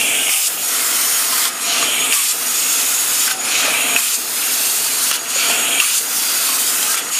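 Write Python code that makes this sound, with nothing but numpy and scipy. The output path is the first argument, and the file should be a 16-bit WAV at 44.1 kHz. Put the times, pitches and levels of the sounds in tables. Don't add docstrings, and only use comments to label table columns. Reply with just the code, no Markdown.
import sys
import numpy as np
from scipy import signal
from scipy.fft import rfft, irfft, next_fast_len
from scipy.io import wavfile
from scipy.ndimage import uniform_filter1d

SR = 44100
rng = np.random.default_rng(int(sys.argv[2]) if len(sys.argv) > 2 else 0)


def gain_from_db(level_db):
    decades = np.asarray(level_db, float) / 20
    return 10 ** decades


def wrap_up_sound(samples):
    columns = np.atleast_2d(samples).T
    tamed = np.clip(columns, -1, 1)
    steps = np.round(tamed * 32767).astype(np.int16)
    wavfile.write(sys.argv[1], SR, steps)


N = 317079
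HOP, SIZE = 128, 512
STEP = 32

# arc strikes, sheet pierced, arc off, gas back, torch lowered, all in seconds.
HOLES = [(-1.55, -1.35, -0.35, -0.23, -0.01), (0.297, 0.482, 1.49, 1.6, 1.835),
         (2.123, 2.326, 3.33, 3.438, 3.7), (3.963, 4.161, 5.166, 5.288, 5.52),
         (5.802, 5.994, 7.0, 7.12, 7.37), (7.64, 7.84, 8.84, 8.96, 9.2)]
MOMENTS = ["strike", "through", "off", "gas", "down"]

# moment, seconds after it, hiss in dB, body in dB over hiss, sizzle in dB over hiss.
JET_CYCLE = [("strike", -.008, -21, -9, -11), ("strike", .012, -19, -5.5, -7.5),
             ("strike", .08, -18.6, -8.5, -10), ("through", -.065, -21, -3.5, -6.5),
             ("through", -.007, -18, -5.3, -12.5), ("through", .007, -23.5, -7, -8),
             ("through", .075, -25.6, -5.3, -5), ("through", .17, -21.6, -6.2, -7),
             ("through", .33, -20.1, -5.2, -7.2), ("off", -.2, -20.1, -6, -7.5),
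             ("off", -.05, -19.4, -4.2, -8), ("off", -.007, -21.5, -2.5, -8), ("off", .012, -30, -2.3, -10),
             ("gas", -.01, -28.8, -5, -9.4), ("gas", .015, -22, -6, -13), ("gas", .12, -23.8, 0.2, -8),
             ("down", -.03, -22.5, -3, -10.3), ("down", .09, -21.8, -9, -11)]
# moment, seconds after it, ring in dB.
GAP_CYCLE = [("strike", -.008, -22.3), ("strike", .02, -25), ("through", -.09, -25.6),
             ("through", -.008, -30.5), ("through", .008, -34.5), ("through", .27, -28.4),
             ("off", -.2, -29.2), ("off", -.07, -28.5), ("off", -.02, -25.6), ("off", .04, -36.4),
             ("gas", 0, -33), ("gas", .1, -22), ("down", .1, -21.2)]
# moment, seconds after it, level in dB.
WHISTLE_CYCLE = [("strike", -.01, -30), ("strike", .05, -42), ("through", -.02, -33), ("through", .04, -38),
                 ("through", .25, -34.4), ("off", -.02, -33.6), ("off", .05, -36), ("gas", .08, -31),
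                 ("down", .06, -33)]
# moment, seconds after it, drone in dB, clatter in dB over drone.
SHOP_CYCLE = [("strike", -.008, -34, 0.6), ("strike", .02, -44.5, 12), ("strike", .08, -44.8, 8),
              ("through", -.008, -45.5, 8), ("through", .02, -40, 1.5), ("through", .15, -39.6, 5),
              ("off", -.2, -38.6, 4.6), ("off", -.02, -41, 9), ("off", .03, -38.4, 1.3),
              ("gas", 0, -40.6, 5.5), ("down", -.1, -37, 5.5), ("down", -.03, -33.4, 4),
              ("down", .1, -35.4, 2.6)]

# jet while piercing, jet just after breaking through, jet while waiting,
# whistle while cutting, whistle while waiting, all in dB.
VIGOUR = [(0, 0, 0.9, 0, -7.5), (0.3, -0.3, -0.4, 0.8, -1.2), (0.3, 1.2, -0.2, 3.6, 0.3),
          (-0.4, -1.6, 0.3, -2.6, 0.6), (0.1, 1.4, 0.3, -1.2, 0.3), (0, 0, 0, 0, 0)]
# body while cutting, body while waiting, sizzle while piercing,
# sizzle while cutting, sizzle while waiting, all in dB.
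TINT = [(0, -1.5, 0, 0, 0), (-0.3, -1.6, 2.2, 0.9, -1.1), (1.1, 0.8, -1.2, -0.2, 0.1),
        (0.3, -0.2, 0.1, 0.4, 0.1), (1.3, 1.2, 0.3, 0.9, -1.2), (0, 0, 0, 0, 0)]
# piercing, just after breaking through, waiting, as the gas returns, all in dB.
POCKET = [(0, 0, 0.8, 0), (1.8, -1.5, -0.6, 0.6), (-0.4, 0.8, -0.3, 3), (-1.3, -1.6, -0.2, 0.8),
          (0.1, -1.2, 2.5, 0.3), (0, 0, 0, 0)]
# drone while waiting, clatter while piercing, while cutting, while waiting,
# just after breaking through, all in dB.
BUSTLE = [(1.2, 0, 0, -5.5, 0), (0.4, -4, 1.6, -0.9, -5), (1.8, 1.3, 0.1, -0.2, 0.6),
          (0.1, 0.2, -0.6, -1.1, -0.5), (-4, 0.3, 0.9, 1.2, -0.5), (0, 0, 0, 0, 0)]
RECOVER_S, RETURN_S = .13, .1

# frequency in Hz, density in dB per Hz.
HISS_SPECTRUM = [(1940, -36), (3300, -5.5), (3970, -5.2), (4750, -3.2), (5420, -3.5), (6000, -2.8),
                 (6520, -1.8), (6950, -1.5), (7740, -5.5), (8840, -2), (11100, -3), (13700, -5.5),
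                 (15100, -6)]
# frequency in Hz, width in Hz, height in dB.
SHEET_MODES = [(4420, 200, 1.5), (5440, 360, -1), (9300, 400, 1.5), (9900, 300, .5), (6950, 300, -2),
               (6500, 300, 1.5), (7380, 400, 3.5), (7800, 200, 3), (8140, 200, 4.5), (8370, 180, 5.5),
               (8960, 150, 2.5), (11800, 700, 1.3)]
# time in seconds, frequency in Hz.
ECHO_TRACK = [(0.0, 5500), (0.65, 5500), (0.8, 7200), (0.95, 7200), (1.1, 5600), (1.65, 4200), (1.95, 5600),
              (2.2, 5600), (2.9, 5900), (3.05, 7300), (3.42, 7300), (3.5, 4200), (4.75, 4400), (5.3, 4200),
              (6.12, 7200), (6.22, 4500), (6.5, 4400), (6.65, 7900)]
ECHO_WIDTH_HZ, ECHO_DB = 1100, 2.6
# time in seconds, depth in dB.
GASPS = [(3.291, 8), (5.126, 7.5), (6.964, 9.5)]
GASP_S = .012
BORE_HZ, BORE_WIDTH_HZ, BORE_DB, BORE_S = 7250, 600, 5, .07

# frequency in Hz, width in Hz, level in dB.
GAP_MODES = [(2545, 740, 1.9), (2800, 210, -10), (3150, 580, 0.3), (3790, 1000, -7), (1850, 1000, -15)]
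# time in seconds, frequency in Hz.
GAP_TRACK = [(0.0, 2790), (0.3, 2930), (1.11, 3080), (1.5, 3080), (1.6, 2720), (1.7, 3000), (2.2, 3100),
             (2.32, 2750), (3.23, 2960), (3.45, 2450), (3.62, 2480), (3.83, 2700), (3.96, 2550),
             (4.9, 2920), (5.5, 2700), (5.78, 3050), (5.85, 2740), (7.19, 2860)]

WHISTLE_HZ, WHISTLE_WIDTH_HZ = 6748, 28
# time in seconds, length in seconds, rise in dB.
CATCHES = [(0.1, .15, 2), (0.27, .04, 4), (0.38, .12, -6), (0.55, .12, -5), (2.2, .1, -4), (4.1, .15, -4),
           (4.35, .1, -3), (1.05, .1, 2.2), (1.78, .14, 4), (2.02, .2, 6.5), (2.35, .17, -6), (2.55, .1, 5),
           (2.75, .15, 3), (2.93, .06, 3), (3.1, .05, 3), (3.42, .06, 4), (3.57, .05, 3), (3.8, .06, 7),
           (3.94, .04, 3), (4.47, .06, 4), (4.7, .05, 4), (4.98, .08, 3), (5.21, .04, 6), (5.37, .06, 6),
           (5.49, .06, 5), (5.62, .05, 3), (5.98, .04, 4), (6.39, .05, 9), (6.75, .06, 5), (7.15, .05, 6)]

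# frequency in Hz, density in dB per Hz.
DRONE_SPECTRUM = [(15, -70), (25, -34), (76, -27.5), (151, -13), (189, -11), (244, -3), (374, -5.5),
                  (459, -6), (553, -6), (678, -3), (816, -5), (1300, -3), (2100, -2.5), (2730, -23),
                  (4620, -120)]
# frequency in Hz, width in Hz, height in dB.
HUM_MODES = [(117.5, 8.7, 7), (150.5, 4.4, 8), (253.7, 3.2, 4), (463, 52, 5.5), (683, 2.2, 8), (55, 8, 3),
             (875, 14, 5), (1245, 64, 1.5)]
# frequency in Hz, level in dB relative to the drone.
MOTOR_TONES = [(251, -14), (683, -9)]
# time in seconds, frequency in Hz.
DRIVE_TRACK = [(0.0, 1260), (0.2, 1410), (0.38, 1240), (0.58, 1380), (2.12, 1250), (2.18, 1120),
               (2.28, 1320), (3.6, 1400), (3.8, 1160), (4.06, 1360), (6.39, 1390), (6.47, 1260),
               (6.97, 1440), (7.19, 1270)]
# time in seconds, length in seconds, change in dB.
LULLS = [
    (0.255, .06, -5),
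    (3.42, .16, 2.6),
    (1.64, .05, -2.5),
]

# start in seconds, length in seconds, first Hz, last Hz, level in dB.
WHINES = [(.17, .07, 1570, 1570, -33), (.32, .08, 790, 780, -40), (1.42, .08, 2060, 2040, -33),
          (1.665, .07, 695, 685, -32), (1.77, .1, 700, 665, -32), (2.01, .06, 1240, 1240, -32),
          (2.13, .09, 1230, 1080, -32), (2.32, .06, 680, 680, -40), (3.28, .12, 765, 760, -36),
          (3.9, .1, 695, 700, -32), (5.51, .1, 455, 450, -35), (6.46, .14, 1070, 1050, -36),
          (6.82, .06, 850, 845, -36), (6.87, .13, 1600, 1570, -33), (6.85, .1, 1290, 1270, -34)]
# time in seconds, peak in dB, ring in Hz, 60 dB decay in seconds.
STRIKES = [
    (0.2932, -8.5, 2220, 0.038),
    (2.1239, -0.5, 2740, 0.017),
    (3.9622, 0.9, 2580, 0.028),
    (5.8005, 2.5, 2720, 0.03),
]
# time in seconds, peak in dB, ring in Hz, 60 dB decay in seconds.
KNOCKS = [(1.325, -20, 1040, 0.15), (1.455, -17, 1060, 0.087), (1.826, -8.5, 1190, 0.028),
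          (3.278, -16, 1543, 0.063), (3.679, -16, 640, 0.08), (3.987, -24, 1110, 0.11),
          (5.113, -15, 1335, 0.04), (5.359, -20, 555, 0.062), (5.499, -14, 690, 0.065),
          (5.819, -20, 1163, 0.094), (6.489, -17, 1140, 0.08), (6.943, -14, 1330, 0.022)]
# time in seconds, peak in dB, ring in Hz, 60 dB decay in seconds.
SPITS = [(2.1312, -14, 2830, 0.044), (2.1315, -12, 8200, 0.015), (3.3106, -13, 1540, 0.056),
         (5.1125, -9, 2940, 0.02), (5.127, -13, 2800, 0.025), (5.14, -15, 3400, 0.02),
         (5.153, -16, 1650, 0.015), (1.38, -15, 1520, 0.03), (1.4535, -11, 3200, 0.025),
         (6.977, -15, 2400, 0.012), (6.8277, -14, 3190, 0.043), (6.9092, -20, 1630, 0.05)]

# middle in seconds, length in seconds,
# frequency in Hz, width in Hz, gain in dB.
REFLECTIONS = [(.24, .5, 4050, 400, -8), (1.72, .2, 3700, 900, 2), (4.15, .4, 6400, 400, 4),
               (4.05, .2, 7400, 700, 2), (4.1, .3, 9000, 700, -3), (3.57, .24, 7400, 700, 4),
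               (.14, .32, 2400, 200, 2), (.14, .32, 8400, 700, 2), (.14, .32, 9300, 250, 2),
               (.4, .18, 200, 250, -7), (.4, .18, 750, 400, 5), (1.88, .46, 3420, 250, 3),
               (1.88, .46, 3740, 150, -3), (1.76, .2, 3950, 200, 4), (1.8, .3, 4300, 150, 4),
               (1.88, .46, 5650, 150, 3), (1.88, .46, 2800, 200, -2), (1.98, .28, 8300, 1200, 2.5),
               (3.72, .46, 2480, 250, 2), (3.72, .46, 3530, 150, -4), (3.72, .46, 3740, 200, 5),
               (3.6, .2, 4000, 200, 3), (3.8, .3, 4600, 250, -4), (3.72, .46, 5250, 300, 2),
               (3.78, .2, 2650, 300, -3), (1.72, .2, 1050, 400, 3), (5.56, .46, 2180, 150, -4),
               (5.56, .46, 2380, 200, 3), (5.56, .46, 2800, 150, -2), (5.56, .46, 3230, 200, 2),
               (5.56, .46, 4400, 300, 2), (5.56, .46, 7350, 300, 3), (5.56, .46, 9500, 600, 3),
               (1.05, .85, 2580, 150, 2), (1.05, .85, 2850, 200, -3), (1.05, .85, 2050, 400, 2),
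                       (1.05, .85, 5600, 400, 4.5), (1.05, .85, 4200, 300, 2), (2.9, .85, 2580, 150, 3),
                       (2.8, .6, 2850, 200, -3), (3.2, .25, 3200, 800, 2), (1.3, .35, 3100, 800, 2),
                       (4.55, .35, 1500, 700, 1.5), (2.9, .85, 3450, 200, 2), (2.9, .85, 5400, 250, 3),
                       (2.9, .85, 7200, 350, 2), (2.9, .85, 9500, 200, -2), (4.72, .8, 2580, 150, 2),
                       (4.72, .8, 2900, 300, -3), (4.72, .8, 1330, 200, -2), (4.72, .8, 4140, 120, 4),
                       (4.72, .8, 5300, 200, 2), (4.72, .8, 6450, 200, 4), (4.72, .8, 6900, 150, -3),
                       (4.72, .8, 9050, 200, 2), (4.63, .3, 12000, 3000, 2), (6.55, .8, 2580, 150, 2),
                       (6.55, .8, 2850, 200, -2), (6.55, .8, 3150, 250, 2), (6.45, .6, 4600, 200, 5),
                       (6.55, .8, 5100, 200, 2), (6.55, .8, 9800, 200, 4), (6.8, .4, 8100, 700, -4),
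                       (6.8, .4, 2400, 300, -3), (6.8, .4, 4850, 250, -4), (2.25, .3, 7600, 400, 3),
                       (2.5, .5, 8000, 350, -3), (2.65, .5, 9000, 600, 3), (3.1, .4, 8800, 400, -3),
                       (2.8, .9, 6000, 300, -3), (1.3, .4, 5200, 300, -4), (5.9, .2, 5600, 500, 3),
                       (5.65, .5, 1600, 400, 3), (5.9, .2, 4500, 600, 3)]

NOTCH_HZ, NOTCH_WIDTH_HZ, EDGE_HZ = 7905, 110, 15300
FRAME, GRID = 1024, 274
# frame number, lowest Hz, highest Hz.
SIDE_PATCHES = [(29, 7580, 9820), (41, 10340, 14040), (46, 5170, 6370), (116, 6200, 7750),
                (116, 8960, 10500), (120, 6200, 7750), (137, 5170, 6370), (188, 4650, 5860),
                (189, 5170, 6370), (189, 12400, 14040), (192, 6890, 8440), (200, 11700, 14040),
                (262, 10340, 11900), (278, 5690, 7060), (288, 4650, 5860), (296, 12400, 14040)]


def evened(x):
    return x / np.sqrt(np.mean(x ** 2) + 1e-20)


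def track(table, t):
    return np.interp(t, *np.transpose(table))


def read(points, hz):
    f, value = np.transpose(points)
    return np.interp(np.log(hz + 1), np.log(f + 1), value)


def bumps(modes, hz):
    return sum(db / (1 + (2 * (hz - f) / width) ** 2) for f, width, db in modes)


def hump(t, s, length):
    return np.exp(-((t - s) / (.6 * length)) ** 2)


def smooth(level_db):
    steps = np.arange(0, N + STEP, STEP)
    return np.interp(np.arange(N), steps, level_db(steps / SR))


def coloured(gain, ripple_db=0., turns_per_s=1.1):
    size = next_fast_len(N)
    z = rfft(rng.standard_normal((3, size)))
    comb = evened(uniform_filter1d(rng.standard_normal(z.shape), size=120))
    shaped = z * gain(np.fft.rfftfreq(size, 1 / SR)) * gain_from_db(ripple_db * comb)
    voices = irfft(shaped, size)[:, :N]
    thirds = np.arange(3)[:, None] / 3
    fades = np.cos(np.pi * (turns_per_s * np.arange(N) / SR + thirds))
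    return evened((voices * fades ** 2).sum(0))


def band_rms(x, lo_hz, hi_hz):
    z, hz = rfft(x), np.fft.rfftfreq(len(x), 1 / SR)
    inside = (hz > lo_hz) & (hz < hi_hz)
    return np.sqrt(2 * np.sum(abs(z[inside]) ** 2)) / len(x)


def reshape(x, field_db):
    overlap = SIZE - HOP
    hz, t, z = signal.stft(x, SR, nperseg=SIZE, noverlap=overlap)
    return signal.istft(z * gain_from_db(field_db(hz[:, None], t)), SR, nperseg=SIZE, noverlap=overlap)[1][:N]


def patches(shape, bins, frames):
    blotches = uniform_filter1d(rng.standard_normal(shape), size=bins, axis=0)
    for _ in range(2):
        blotches = uniform_filter1d(blotches, size=frames, axis=1)
    return evened(blotches)


def cycle(rows, t):
    s = np.array([hole[MOMENTS.index(row[0])] + row[1] for hole in HOLES for row in rows])
    order = np.argsort(s)
    values = np.array([row[2:] for row in rows] * len(HOLES))[order]
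    return [np.interp(t, s[order], column) for column in values.T]


def during(table, t, **columns):
    spans = dict(piercing=(0, 1), cutting=(1, 3), waiting=(3, 5))
    edges = np.append(np.ravel(HOLES), N)
    total = 0
    for k, row in enumerate(table):
        for stage, column in columns.items():
            first, last = spans[stage]
            total = total + row[column] * (t > edges[5 * k + first]) * (t < edges[5 * k + last])
    return total


def just_through(table, column, t):
    return sum(row[column] * hump(t, hole[1] + RECOVER_S, RECOVER_S) for row, hole in zip(table, HOLES))


def jet_db(t):
    own = during(VIGOUR, t, piercing=0, waiting=2) + just_through(VIGOUR, 1, t)
    return cycle(JET_CYCLE, t)[0] + own - sum(db * hump(t, s, GASP_S) for s, db in GASPS)


def jet_colour(t):
    _, body, sizzle = cycle(JET_CYCLE, t)
    body = body + during(TINT, t, cutting=0, waiting=1)
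    sizzle = sizzle + during(TINT, t, piercing=2, cutting=3, waiting=4)
    bore_db = sum(BORE_DB * hump(t, hole[1] - .5 * BORE_S, BORE_S) for hole in HOLES)
    return body, sizzle, bore_db


def jet(streak_db=1.6, patch_db=0.8, flicker_db=0.6, body_db=-3.7, sizzle_db=-7.0):
    hiss = coloured(lambda hz: gain_from_db(read(HISS_SPECTRUM, hz) + bumps(SHEET_MODES, hz)) * (hz > 3300),
                    ripple_db=1.8)

    def field_db(hz, t):
        body, sizzle, bore_db = jet_colour(t)
        low = np.clip((7000 - hz) / 700, 0, 1)
        high = np.clip((hz - 11000) / 2500, 0, 1.3)
        tilt = low * (body - body_db) + high * (sizzle - sizzle_db)
        bore = (BORE_HZ, BORE_WIDTH_HZ, bore_db)
        echo = (track(ECHO_TRACK, t), ECHO_WIDTH_HZ, ECHO_DB)
        shape = (len(hz), len(t))
        drift = streak_db * patches(shape, bins=2, frames=50) + patch_db * patches(shape, bins=9, frames=40)
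        flicker = flicker_db * patches((1, len(t)), bins=1, frames=6)
        return tilt + bumps([bore, echo], hz) + drift + flicker

    return gain_from_db(smooth(jet_db) - .9) * reshape(hiss / band_rms(hiss, 7300, 11540), field_db)


def gap_db(t):
    back = sum(row[3] * hump(t, hole[3], RETURN_S) for row, hole in zip(POCKET, HOLES))
    own = during(POCKET, t, piercing=0, waiting=2) + just_through(POCKET, 1, t)
    return cycle(GAP_CYCLE, t)[0] + back + own


def gap(streak_db=2.5, flutter_db=1.3, tone_db=3.5, tone_width_hz=350):
    def modes(hz):
        return np.sqrt(sum(gain_from_db(2 * db) / (1 + (2 * (hz - f) / (1.12 * width)) ** 4) ** 2
                           for f, width, db in GAP_MODES))

    def field_db(hz, t):
        shape = (len(hz), len(t))
        tone = bumps([(track(GAP_TRACK, t), tone_width_hz, tone_db)], hz)
        streaks = streak_db * patches(shape, bins=1, frames=25)
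        return tone + streaks + flutter_db * patches(shape, bins=15, frames=4)

    ring = coloured(modes, ripple_db=1.2)
    return gain_from_db(smooth(gap_db) - 2.0) * reshape(ring / band_rms(ring, 2230, 3400), field_db)


def whistle_db(t):
    own = uniform_filter1d(during(VIGOUR, t, cutting=3, waiting=4), size=60)
    return cycle(WHISTLE_CYCLE, t)[0] + own + sum(db * hump(t, s, length) for s, length, db in CATCHES)


def whistle(steady=0.05):
    tone = coloured(lambda hz: 1 / (1 + (2 * (hz - WHISTLE_HZ) / WHISTLE_WIDTH_HZ) ** 2))
    strength = np.sqrt(abs(uniform_filter1d(tone ** 2, size=130)) + .02)
    return gain_from_db(smooth(whistle_db) + 3.0) * evened(tone / strength ** steady)


def shop_db(t):
    drone, clatter = cycle(SHOP_CYCLE, t)
    lulls = sum(db * hump(t, s, length) for s, length, db in LULLS)
    busy = during(BUSTLE, t, piercing=1, cutting=2, waiting=3) + just_through(BUSTLE, 4, t)
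    return drone + lulls + during(BUSTLE, t, waiting=0), clatter + busy - lulls


def shop(patch_db=1.0, clatter_db=4.0, tone_db=5.5, tone_width_hz=200):
    drone = coloured(lambda hz: gain_from_db(read(DRONE_SPECTRUM, hz) + bumps(HUM_MODES, hz)) * (hz < 2200),
                     ripple_db=1.5)
    tones = sum(gain_from_db(db) * np.sin(2 * np.pi * hz * np.arange(N) / SR) for hz, db in MOTOR_TONES)

    def field_db(hz, t):
        level_db, clatter = shop_db(t)
        upper = np.clip((hz - 800) / 200, 0, 1) * (clatter - clatter_db)
        drives = bumps([(track(DRIVE_TRACK, t), tone_width_hz, tone_db)], hz)
        bass = 0.42 * np.minimum(level_db + 40, 0) * np.clip((350 - hz) / 200, 0, 1)
        return upper + drives + bass + patch_db * patches((len(hz), len(t)), bins=2, frames=20)

    level = gain_from_db(smooth(lambda t: shop_db(t)[0]) + 0.5)
    return level * reshape(drone / band_rms(drone, 180, 690) + tones, field_db)


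def reflections_db(hz, t):
    return bumps([(f, width, db * np.exp(-(2 * (t - s) / length) ** 4))
                  for s, length, f, width, db in REFLECTIONS], hz)


def whines():
    out = np.zeros(N)
    for s, length, from_hz, to_hz, db in WHINES:
        u = np.arange(0, 1, 1 / (length * SR))
        phase = 2 * np.pi * np.cumsum(from_hz + (to_hz - from_hz) * u) / SR
        out[round(s * SR):][:len(u)] += gain_from_db(db + 3) * np.sin(np.pi * u) ** .6 * np.sin(phase)
    return out


def blows(rows, crack_db, spread, low_hz, size=3, puff_s=.043):
    out, t = np.zeros(N + 8000), np.arange(8000) / SR
    for s, db, hz, t60 in rows:
        ring = -np.sin(2 * np.pi * hz * t) - .4 * np.sin(2 * np.pi * hz * spread * t)
        noise = uniform_filter1d(rng.standard_normal(len(t)), size=size) * 1.33
        puff = gain_from_db(crack_db - 60 * t / puff_s) * noise
        envelope = gain_from_db(db - 60 * t / max(t60, .005)) * np.minimum(t / .0002, 1)
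        out[round((s + .0004) * SR):][:len(t)] += envelope * (.75 * ring + puff)
    return signal.sosfilt(signal.butter(4, low_hz, "high", fs=SR, output="sos"), out[:N])


def scene():
    mono = reshape(jet() + gap() + shop(), reflections_db) + whistle() + whines()
    mono = mono + blows(STRIKES, crack_db=-7, spread=1.1, low_hz=1200, size=2, puff_s=.03)
    mono = mono + blows(KNOCKS, crack_db=0, spread=1.3, low_hz=347)
    mono = mono + blows(SPITS, crack_db=2.5, spread=1.6, low_hz=800)
    return np.array([mono, mono])


def side_noise(mono):
    side, n = np.zeros(N), np.arange(2 * FRAME) + (1 + FRAME) / 2
    hz = (np.arange(FRAME) + .5) * SR / (2 * FRAME)
    window = signal.windows.cosine(2 * FRAME)
    for frame, lo_hz, hi_hz in SIDE_PATCHES:
        span = slice(GRID + (frame - 1) * FRAME, GRID + (frame + 1) * FRAME)
        inside = (hz > lo_hz) & (hz < hi_hz)
        heights = rng.standard_normal(FRAME)[inside]
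        band = heights @ np.cos(2 * np.pi * hz[inside, None] * n / SR)
        side[span] += gain_from_db(-4.5) * band_rms(mono[span], lo_hz, hi_hz) * evened(band) * window
    return side


def top_cut(x):
    return signal.sosfilt(signal.butter(12, 15240, fs=SR, output="sos"), x)


def record(dry):
    mono = signal.lfilter(*signal.iirnotch(NOTCH_HZ, NOTCH_HZ / NOTCH_WIDTH_HZ, SR), dry[0])
    mono = signal.sosfilt(signal.butter(2, 55, "high", fs=SR, output="sos"), mono)
    band_limit = signal.firwin(511, EDGE_HZ, window=("kaiser", 9), fs=SR)
    mono = np.clip(signal.oaconvolve(mono, band_limit, "same"), -.94, .94)
    side = side_noise(mono)
    return top_cut(np.array([mono + side, mono - side]))


dry = scene()
out = record(dry)
wrap_up_sound(out)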